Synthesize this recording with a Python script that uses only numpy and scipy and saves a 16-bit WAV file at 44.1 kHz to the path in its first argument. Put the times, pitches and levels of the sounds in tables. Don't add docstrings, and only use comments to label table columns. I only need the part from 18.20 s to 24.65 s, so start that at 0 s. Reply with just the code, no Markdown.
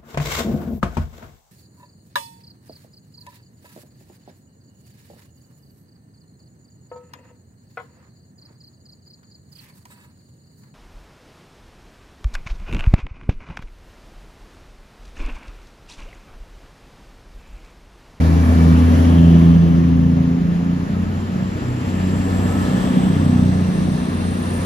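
import sys
import numpy as np
from scipy import signal
from scipy.fft import rfft, irfft, next_fast_len
from scipy.io import wavfile

SR = 44100
rng = np.random.default_rng(int(sys.argv[2]) if len(sys.argv) > 2 else 0)


def wav_out(sig):
    wavfile.write(sys.argv[1], SR, np.round(np.clip(np.atleast_2d(sig).T, -1, 1) * 32767).astype(np.int16))


def boost_factor(decibels):
    exponent = np.asarray(decibels, float) / 20
    return 10 ** exponent


N = 284445
T = np.arange(N) / SR

# t/s, speed/(rev/s)
CRANK_SPEED = [(0, 27.5), (.5, 27.6), (1.05, 28), (1.7, 28.15), (2.1, 28.3), (2.4, 28.8), (2.75, 29.9),
               (3, 30.6), (3.4, 31), (4.1, 31.1), (4.6, 31.1), (5.3, 30.6), (5.6, 30.2), (6.45, 29.9)]
EXHAUST_ABREAST = [
    .9,
    4.9,
]
FIRING_ORDERS, UNEVEN_ORDERS = (3, 6, 9), (4, 5, 7, 8)
# first level/dB, second level/dB, lag/s, reach/s
FIRING_PASS = [(-12.5, -21, -0.33, 1.01), (-8.5, -17, 0.066, 0.39), (-16, -33, 0.11, 0.64)]
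# first level/dB, second level/dB, lag/s, reach/s
UNEVEN_PASS = [(-35.5, -29, -.7, 0.29), (-23.5, -20.5, 0.9, 0.26), (-26, -24, -0.86, 0.89),
               (-33.5, -18, 0.13, 0.26)]
# order, level/dB
FAINT_ORDERS = [(2.5, -18.5), (4.5, -14.5), (5.5, -29), (6.5, -20.5), (7.5, -9), (8.5, -12.5), (10, -11.5),
                (11, -22.5)]
# t/s, half length/s, level/dB
THIRD_FADES = [
    (1.46, 0.25, -6.0),
    (2.19, 0.044, -9.5),
    (2.33, 0.38, -13),
    (2.68, 0.033, -24.5),
    (3.35, 0.4, -13),
    (4.09, 0.088, -3.5),
    (4.66, 0.22, -22),
    (5.56, 0.07, -21.5),
    (5.81, 0.1, -16.5),
    (6.2, 0.06, -5.5),
]
# t/s, half length/s, level/dB
SIXTH_FADES = [
    (0.286, 0.076, -16.5),
    (0.765, 0.18, -16),
    (2.68, 0.09, -7),
    (2.966, 0.1, -33),
    (3.494, 0.18, -24),
    (4.314, 0.24, -5.5),
    (4.72, 0.02, -13.5),
    (5, 0.11, -9.5),
    (5.93, 0.043, -7),
    (6.45, 0.29, -5.5),
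]
# t/s, half length/s, level/dB
NINTH_FADES = [
    (0.133, 0.083, -9.5),
    (1.423, 0.056, -19),
    (2.332, 0.091, -15),
    (3.054, 0.38, -21.5),
    (3.69, 0.14, -30.5),
    (4.26, 0.098, -12),
    (4.816, 0.17, -3),
    (5.633, 0.17, -13.5),
    (6.292, 0.31, -13.5),
]
# t/s, half length/s, level/dB
UNEVEN_FADES = [
    [(.61, 0.1, -18), (4.18, .21, -35), (5.25, 0.22, 18), (3.5, 0.11, 13.5)],
    [(.93, 0.73, -8.5), (2.84, .27, -3), (4.4, 0.13, -11), (5., .2, 7.5), (6., .5, -15)],
    [(.31, 0.53, -18), (1., 0.032, -15.5), (2.3, 0.24, 1.5), (3.48, 0.38, -16.5), (4.36, 0.33, -18.5),
     (6.4, .13, -15)],
    [(.25, 0.093, -15), (1.9, .07, -8), (2.8, .15, 7), (3.98, 0.15, -22), (4.96, .13, -13.5),
     (5.44, .11, -45)],
]
# t/s, f/Hz, level/dB
TURBO_NEAR = [(1.2, 6500, -80), (2, 6800, -66), (3, 7180, -59), (3.6, 7400, -52), (4.3, 7620, -43.5),
              (4.8, 7780, -46), (5.2, 8000, -47), (5.6, 8280, -44.5), (6, 8470, -43), (6.3, 8580, -39),
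              (6.45, 8620, -40)]
# t/s, f/Hz, level/dB
TURBO_GONE = [(0, 5450, -62), (.5, 5650, -57), (1.2, 5950, -56), (2, 6250, -63), (3, 6500, -68),
              (3.8, 6700, -82)]
# f/Hz, level with a bay near/dB, share of bay swing, width/Hz
STEADY_FANS = [(1728, -49, .8, 60), (2715, -53, .65, 16)]
# t/s, f/Hz, level/dB, reach/s, width/Hz
PASSING_PARTS = [(4.39, 1292, -36, .1, 6), (4.4, 1284, -49, 1.1, 14), (4.45, 1735, -46, .6, 40),
                 (.3, 2312, -46, .5, 30), (1.5, 1175, -52, .3, 20), (5.85, 2712, -51, .4, 16),
                 (1.1, 2712, -51.5, .45, 18), (3.2, 1930, -53, .15, 14), (1.2, 5410, -62, 1.8, 90),
                 (.2, 277, -25, .25, 1.5), (.83, 278.4, -25, .3, 1.5), (1.8, 278.5, -35, .5, 1.5),
                 (1.2, 335, -31, .35, 3), (3., 1285, -51, .6, 25)]
# t/s, f/Hz, level/dB, reach/s, width/Hz
RUSHES = [
    (1., 3040, -41, .4, 470),
    (4.7, 3200, -42, .35, 520),
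    (.6, 8750, -52, .55, 490),
    (3.8, 2700, -47, .35, 700),
    (5.8, 3800, -46, .8, 1000),
    (4.4, 45.6, -40, 2.5, 5),
    (2.7, 1480, -50, .9, 150),
    (0, 45.6, -44, .8, 5),
    (5.5, 5800, -50, .6, 1000),
    (4.35, 12300, -60, .35, 600),
]
# t/s, level/dB
BAYS = [(0.0, -52), (0.79, -52), (1.13, -56), (1.74, -64), (2.21, -65), (2.8, -63), (3.3, -61.5),
        (4.4, -52.5), (5.23, -57.5), (5.71, -59), (6.31, -55), (6.45, -52)]
# level with both near/dB, share of bay swing, share of exhaust swing
NOISE_LAYERS = [(-31.5, 0.043, 1), (-30, 0.65, 0.45), (-42.5, 0.42, 0.031), (-49, 1, 0.054)]
LAYER_CENTRES = [200, 800, 3300, 9000]
# f/Hz, level/(dB per Hz)
NOISE_COLOUR = [(25, -46.5), (60, -15), (110, -16), (200, -9), (300, -19), (380, -20.5), (800, -28.5),
                (1500, -29), (3300, -35), (4200, -34.5), (6500, -35), (9000, -34), (12000, -41),
                (15500, -44)]
# f/Hz, likeness 0-1, left lead/rad, left minus right level/dB
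PORTS = [(50, .995, .08, .1), (90, .993, .15, 0), (170, .975, .4, 0), (270, .95, .45, .5),
         (450, .68, 1., 2), (800, .55, 1.8, 3), (1200, .45, 2.2, 1), (1550, .7, 3.2, -3), (1760, .8, .6, 1),
         (2200, .5, 1.3, 2.5), (3500, .55, .5, 1.5), (4700, .08, .3, 1), (6000, .3, -.8, .5),
         (7400, .8, -2.1, .5), (8050, .93, -2.9, 0), (8400, .96, -3.14, 0), (8900, .93, -3.4, 0),
         (9600, .7, -4.3, 0), (11800, .9, -6.28, 0), (13600, .55, -7.9, .5), (15000, .9, -9.4, 0)]
# low f/Hz, high f/Hz, until t/s
SUM_LOST = [
    (7700, 8050, 3.6),
    (8050, 8330, 4.7),
    (8330, 8950, 6.02),
    (14500, 20000, 9),
]
# low f/Hz, high f/Hz, until t/s
DIFFERENCE_LOST = [(11050, 13100, 9)]


def engines():
    rev, = in_time(CRANK_SPEED)
    fades = THIRD_FADES, SIXTH_FADES, NINTH_FADES
    firing = [exhaust(*row) + faded(dips) for row, dips in zip(FIRING_PASS, fades)]
    out = sum(line(k * rev, db, wander=.2, rate=1.5) for k, db in zip(FIRING_ORDERS, firing))
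    out = out + line(12 * rev, firing[1] - 22, wander=.5, rate=4.5)
    for order, row, dips in zip(UNEVEN_ORDERS, UNEVEN_PASS, UNEVEN_FADES):
        flutter_db = 2 * drift(1.63, count=1)
        out = out + line(order * rev, exhaust(*row) + faded(dips) + flutter_db, wander=.3, rate=2.)
    rumble_db = layer_levels()[0]
    for order, db in FAINT_ORDERS:
        level_db = rumble_db + 8 + db + 2.5 * drift(1., count=1)
        out = out + line(order * rev, level_db, wander=.96, rate=4.)
    return out


def exhaust(first_db, second_db, lag_s, reach_s):
    passes = zip(EXHAUST_ABREAST, (first_db, second_db))
    return 10 * np.log10(sum(boost_factor(2 * (db + abreast(s + lag_s, reach_s))) for s, db in passes))


def faded(fades):
    return sum(db * np.exp(-((T - s) / half_s) ** 2) for s, half_s, db in fades)


def turbochargers():
    overtone = np.array(TURBO_NEAR) * [1, 2, 1] - [0, 0, 16]
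    near = boost_factor(1.5) * whistle(TURBO_NEAR, width_hz=190) + whistle(overtone[:7], width_hz=350)
    return near + whistle(TURBO_GONE, width_hz=140)


def whistle(rows, width_hz):
    fade_s = .16
    inside_s = np.minimum(T - rows[0][0], rows[-1][0] - T)
    gate = np.clip(inside_s / fade_s + 1, 0, 1)
    return gate * narrow(*in_time(rows), width_hz)


def passing_parts():
    out = 0
    for s, hz, db, reach_s, width_hz in PASSING_PARTS + RUSHES:
        pitch = hz * (1 - .006 * np.tanh(T - s))
        level_db = db + 2 * abreast(s, reach_s)
        if width_hz < 10 and hz > 100:
            out = out + line(pitch, level_db, wander=.48, rate=width_hz)
        else:
            out = out + narrow(pitch, level_db, width_hz)
    return out


def steady_fans():
    bay_db = bay_swing()
    return sum(narrow(hz, db + share * bay_db, width) for hz, db, share, width in STEADY_FANS)


def roar():
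    patchy_db = 1.04
    size = next_fast_len(N)
    octave = np.log2(np.fft.rfftfreq(size, 1 / SR) + 1)
    hz, colour_db = np.transpose(NOISE_COLOUR)
    white = rfft(rng.standard_normal((2, size))) * np.sqrt(SR / 2)
    noise = white * boost_factor(np.interp(octave, np.log2(hz), colour_db))
    levels, shared, out = layer_levels(), drift(3.7, count=1), 0
    for centre in np.arange(4.5, 14.6, .5):
        shape = np.cos(np.pi * np.clip(octave - centre, -.5, .5)) ** 2
        place = np.interp(centre, np.log2(LAYER_CENTRES), np.arange(4))
        low = min(int(place), 2)
        level_db = levels[low] + (place - low) * (levels[low + 1] - levels[low])
        flicker = .27 * shared + drift(12.0, count=1)
        out = out + boost_factor(level_db + patchy_db * flicker) * irfft(noise * shape, size)[:, :N]
    return out


def layer_levels():
    bay_db = bay_swing()
    exhaust_db = exhaust(0, -1.85, lag_s=.052, reach_s=.85)
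    return np.array([db + bay * bay_db + pipe * exhaust_db for db, bay, pipe in NOISE_LAYERS])


def bay_swing():
    return in_time(BAYS)[0] + 52.5


def abreast(at_s, reach_s):
    return -10 * np.log10(1 + ((T - at_s) / reach_s) ** 2)


def line(hz, level_db, wander, rate):
    start = 1 + 2 * np.pi * rng.random() * np.array([[0], [1]])
    turn = 2 * np.pi * np.cumsum(hz) / SR + start
    roaming = wander * drift(rate) * [[1], [9.]]
    return np.sqrt(2) * boost_factor(level_db) * np.cos(turn + roaming)


def narrow(hz, level_db, width_hz):
    turn = 2 * np.pi * np.cumsum(hz + 0 * T) / SR
    slow = drift(width_hz, count=4)
    return boost_factor(level_db) * (slow[:2] * np.cos(turn) + slow[2:] * np.sin(turn))


def drift(rate, count=2):
    step = int(np.clip(SR / rate / 40, 16, 400))
    size = next_fast_len(N // step + 2)
    hz = np.fft.rfftfreq(size, step / SR)
    slow = irfft(rfft(rng.standard_normal((count, size))) / (1 + (hz / rate) ** 2), size)
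    slow = slow / slow.std(axis=1, keepdims=True)
    return np.array([np.interp(T, np.arange(size) * step / SR, s) for s in slow])


def in_time(rows):
    s, *columns = np.transpose(rows)
    return [np.interp(T, s, c) for c in columns]


def ports(pair):
    size = next_fast_len(N + 4096)
    octave = np.log2(np.fft.rfftfreq(size, 1 / SR) + 1)
    hz, *columns = np.transpose(PORTS)
    alike, lead, balance_db = [np.interp(octave, np.log2(hz), c) for c in columns]
    alike = np.clip(alike, 0, 1)
    direct, scattered = rfft(pair, size)
    right = alike * np.exp(-1j * lead) * direct + np.sqrt(1 - alike ** 2) * scattered
    both = np.array([direct * boost_factor(balance_db / 2), right * boost_factor(-balance_db / 2)])
    return irfft(both, size)[:, :N]


def scene():
    whines = turbochargers() + passing_parts() + steady_fans()
    return ports(engines() + whines + roar())


def thinned(pair):
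    total = without(pair[0] + pair[1], SUM_LOST)
    difference = without(pair[0] - pair[1], DIFFERENCE_LOST)
    return np.array([total + difference, total - difference]) / 2


def without(sound, lost):
    size = next_fast_len(N + 4096)
    hz, spectrum = np.fft.rfftfreq(size, 1 / SR), rfft(sound, size)
    for low, high, until_s in lost:
        ragged = np.repeat(rng.standard_normal(N // 1024 + 2) ** 3, 1024)[118:][:N]
        muted = until_s + .45 * ragged > T
        band = irfft(spectrum * ((hz > low) & (hz <= high)), size)[:N]
        sound = sound - muted * band
    return sound


def low_pass(x):
    return signal.sosfilt(signal.butter(12, 15790, fs=SR, output="sos"), x)


def record(dry):
    bass_cut = signal.butter(2, 33, "high", fs=SR, output="sos")
    heard = signal.sosfilt(bass_cut, dry * np.clip(T / .003, 0, 1))
    limited = heard / (1 + (heard / .97) ** 4) ** .25
    mix = thinned(limited)
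    return low_pass(mix)


dry = scene()
out = record(dry)
wav_out(out)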